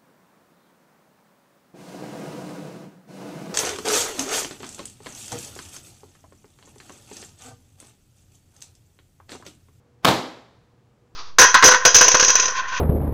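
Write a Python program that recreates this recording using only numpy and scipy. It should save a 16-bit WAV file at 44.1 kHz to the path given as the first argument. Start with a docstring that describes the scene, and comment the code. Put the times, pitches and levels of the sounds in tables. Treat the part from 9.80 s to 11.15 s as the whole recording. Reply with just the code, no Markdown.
"""Two-handed slap in a living room

Two hands slap a padded round target from both sides, 5 ms apart, near one microphone in a quiet room.
A sleeve swishes, fingers and palms each crack and pop a pocket of air, and the pad thumps.
From farther off, floor, ceiling and walls throw the slap back; the room booms and rings out
over soft ventilation and a faint mains hum."""
import sys
import numpy as np
from scipy import signal
from scipy.fft import rfft, irfft
from scipy.io import wavfile

SR = 44100
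rng = np.random.default_rng(int(sys.argv[2]) if len(sys.argv) > 2 else 0)


def store_wav(level_fs):
    """Save 16-bit WAV to argv[1]."""
    pcm = np.round(np.clip(np.atleast_2d(level_fs), -1, 1) * 32767)
    wavfile.write(sys.argv[1], SR, pcm.T.astype(np.int16))


N = 59535
T = np.arange(N) / SR
FREQS = np.fft.rfftfreq(N, 1 / SR)

# fingers and palms landing on the pad:
# (time [s], crack level [dB], crack t60 [s], pop level [dB], pop pitch [Hz], pop t60 [s])
CONTACTS = [(0.2473, -9, 0.019, -5.5, 1165, .013), (0.2492, -13, 0.0016, -3.5, 1362, .005),
            (0.2523, -8, 0.018, -5.5, 2297, .004), (0.2537, -23.5, .005, 8, 1200, 0.0044)]
FIRST_HAND_S, SECOND_HAND_S = CONTACTS[0][0], 0.2522


def undb(db):
    """Decibels to gain."""
    return 10 ** (np.asarray(db) / 20)


def read(table, hz):
    """Look up a (frequency [Hz], value) table on a log-frequency axis."""
    points, values = np.array(table, float).T
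    return np.interp(np.log(np.maximum(hz, 1)), np.log(points), values)


def noise(spectrum):
    """Noise of rms 1, coloured by a minimum-phase filter from a (frequency [Hz], level [dB]) table."""
    cepstrum = irfft(np.log(undb(read(spectrum, FREQS))), N)
    cepstrum[1:N // 2] *= 2
    cepstrum[N // 2:] = 0
    impulse = irfft(np.exp(rfft(cepstrum)), N)[:N // 8]
    coloured = signal.fftconvolve(rng.standard_normal(N), impulse)[:N]
    return coloured / coloured.std()


def strike(start, attack, t60):
    """Envelope: a smooth rise under an exponential decay; times in seconds."""
    age = np.maximum(T - start, 0)
    rise = np.sin(np.pi / 2 * np.minimum(age / attack, 1)) ** 2
    return rise * np.exp(-np.log(1000) * age / t60)


def ring(start, hz, attack, t60):
    """One damped mode."""
    return strike(start, attack, t60) * np.sin(2 * np.pi * hz * (T - start))


def slap(pad_start_s=0.2478, radiation_hz=120):
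    """Each contact cracks and pops its trapped air; the pad thumps, too small to radiate deep bass."""
    # modes of the pad: (frequency [Hz], level [dB], t60 [s])
    pad_modes = [(189.5, -16, 0.1), (301, -16, .06), (432, -20, 0.035), (673, -13, 0.058),
                 (1018, -19.5, .025)]
    # skin hitting the cover: (frequency [Hz], level [dB])
    crack_spectrum = [(200, -9), (800, -6), (2000, -2.5), (3500, 2), (5500, -6), (9000, -19), (12000, -15),
                      (16000, -22.5)]
    out = sum(undb(db) * ring(pad_start_s, hz, attack=0.00053, t60=t60) for hz, db, t60 in pad_modes)
    skin = noise(crack_spectrum)
    for start, crack_db, crack_t60, pop_db, pop_hz, pop_t60 in CONTACTS:
        out += undb(crack_db) * skin * strike(start, attack=0.000069, t60=crack_t60)
        out += undb(pop_db) * ring(start, pop_hz, attack=0.00032, t60=pop_t60)
    return signal.sosfilt(signal.butter(2, radiation_hz, "high", fs=SR, output="sos"), out)


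def fingertip_ticks(level_db=-3):
    """Fingertips snap against the cover with a tiny, bright ring."""
    # fingertip snaps: (time [s], level relative to the first [dB])
    snaps = [(0.2499, 0), (0.3603, -21)]
    return sum(undb(level_db + db) * ring(start, hz=10500, attack=1 / SR, t60=0.0004)
               for start, db in snaps)


def sleeve(level_db=-39.5, swell_s=0.028):
    """Cloth and air swish louder until the first hand lands."""
    # moving cloth: (frequency [Hz], level [dB])
    cloth_spectrum = [(40, -4.5), (200, -16), (500, -4.5), (1300, -11), (2500, -19.5), (4500, -21.5),
                      (8000, -35), (16000, -37)]
    since_blow = T - FIRST_HAND_S
    swell = np.maximum(1 + since_blow / swell_s, 0) ** 2 * (since_blow < 0)
    return undb(level_db) * noise(cloth_spectrum) * swell


def reflections(direct, mirror_top_hz=2200):
    """The nearest surfaces each send the microphone a dull mirror image and a burst of scatter."""
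    # early reflections: (delay [s], mirror level [dB], scatter level [dB])
    echoes = [(.0108, -11.5, -17), (.0243, -15.5, -13), (.0322, -15.5, -8), (.0362, -8.5, -19),
              (.0480, -15.5, -21.5), (0.0585, -16.5, -15.5)]
    # sound scattered by furniture: (frequency [Hz], level [dB])
    scatter_spectrum = [(100, -17.5), (250, 2), (450, 7), (900, 4), (1500, -12.5), (2400, -8), (3800, -2),
                        (5500, -16), (9000, -23.5), (12000, -28.5), (16000, -27)]
    scatter = noise(scatter_spectrum)
    dull = signal.sosfilt(signal.butter(2, mirror_top_hz, fs=SR, output="sos"), direct)
    out = np.zeros(N)
    for delay, mirror_db, scatter_db in echoes:
        out += undb(mirror_db) * np.interp(T - delay, T, dull)
        out += undb(scatter_db) * scatter * strike(SECOND_HAND_S + delay, attack=0.0008, t60=0.025)
    return out


def reverberation(level_db=-11.5, delay_s=0.00067, late_db=-24.5, late_stretch=2.1):
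    """The diffuse field builds and dies away in half-octave bands, treble first; a faint tail lingers."""
    # colour of the diffuse field: (frequency [Hz], level [dB])
    room_spectrum = [(30, -10), (70, -12), (130, 0.5), (260, 5), (430, 2), (850, 2), (1250, -4), (1650, -7),
                     (2200, -8), (2700, -11), (3900, -7), (5400, -13.5), (7600, -17.5), (9000, -24),
                     (12000, -22.5), (16000, -30)]
    # build-up of the field: (frequency [Hz], rise time [s])
    room_rise = [(100, 0.034), (400, .03), (4000, .034)]
    # decay of the field: (frequency [Hz], t60 [s])
    room_decay = [(60, 0.32), (200, .53), (1000, 0.56), (4000, 0.53), (7000, .45), (11000, 0.38),
                  (16000, .27)]
    centres = np.geomspace(32, 16384, 19)
    field = rfft(noise(room_spectrum))
    start = FIRST_HAND_S + delay_s
    out = np.zeros(N)
    for hz, one_band in zip(centres, np.eye(len(centres))):
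        band = irfft(field * read(np.c_[centres, one_band], FREQS), N)
        rise, t60 = read(room_rise, hz), read(room_decay, hz)
        late_tail = undb(late_db) * strike(start, rise, late_stretch * t60)
        out += band * np.hypot(strike(start, rise, t60), late_tail)
    return undb(level_db) * out


def room_boom(start_s=0.265):
    """The strongest room modes swell after the blow and ring on."""
    # standing waves: (frequency [Hz], level [dB], rise time [s], t60 [s])
    room_modes = [(42.4, -35, .02, .33), (89, -28, .035, .26), (125.7, -14, .03, 0.22),
                  (187.6, -25.5, .02, 0.099), (255.8, -30.5, 0.017, 0.55), (319.5, -22.5, .02, 0.39),
                  (528.6, -27, 0.0087, .35), (761, -28, .02, .3), (858, -26, .02, 0.36),
                  (891, -25.5, .02, .35), (1050, -31, .02, .36), (1106, -33, .02, 0.16),
                  (1302, -33, 0.017, .65)]
    return sum(undb(db) * ring(start_s, hz, rise, t60) for hz, db, rise, t60 in room_modes)


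def room_tone(air_db=-60.5, waver_db=2, waver_points=14):
    """Soft ventilation noise and a wavering mains hum lie under everything."""
    # ventilation: (frequency [Hz], relative level [dB])
    air_spectrum = [(25, -19.5), (60, -5), (110, 1), (170, -6), (280, -9.5), (400, -11.5), (650, -17),
                    (1000, -19), (2000, -28), (4000, -34), (7500, -36.5), (9000, -42), (16000, -48)]
    # mains harmonics: (frequency [Hz], rms level [dB])
    hum_partials = [(121, -67), (241, -74.5), (480, -73)]
    out = undb(air_db) * noise(air_spectrum)
    for hz, db in hum_partials:
        waver = np.interp(T, np.linspace(0, T[-1], waver_points), rng.standard_normal(waver_points))
        amplitude = np.sqrt(2) * undb(db + waver_db * waver)
        out += amplitude * np.sin(2 * np.pi * (hz * T + rng.random()))
    return out


def scene():
    """The hands up close, the room's answer and the room tone, in mono at the microphone."""
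    direct = slap()
    hands = direct + fingertip_ticks() + sleeve()
    room = reflections(direct) + reverberation() + room_boom()
    return (hands + room + room_tone())[None]


def record(dry, top_hz=15700):
    """The microphone rounds the highest peaks; a steep low-pass cuts the top."""
    rounded = dry / (1 + dry ** 4) ** 0.25
    return signal.sosfilt(signal.ellip(8, 0.2, 70, top_hz, fs=SR, output="sos"), rounded)


dry = scene()
out = record(dry)
store_wav(out)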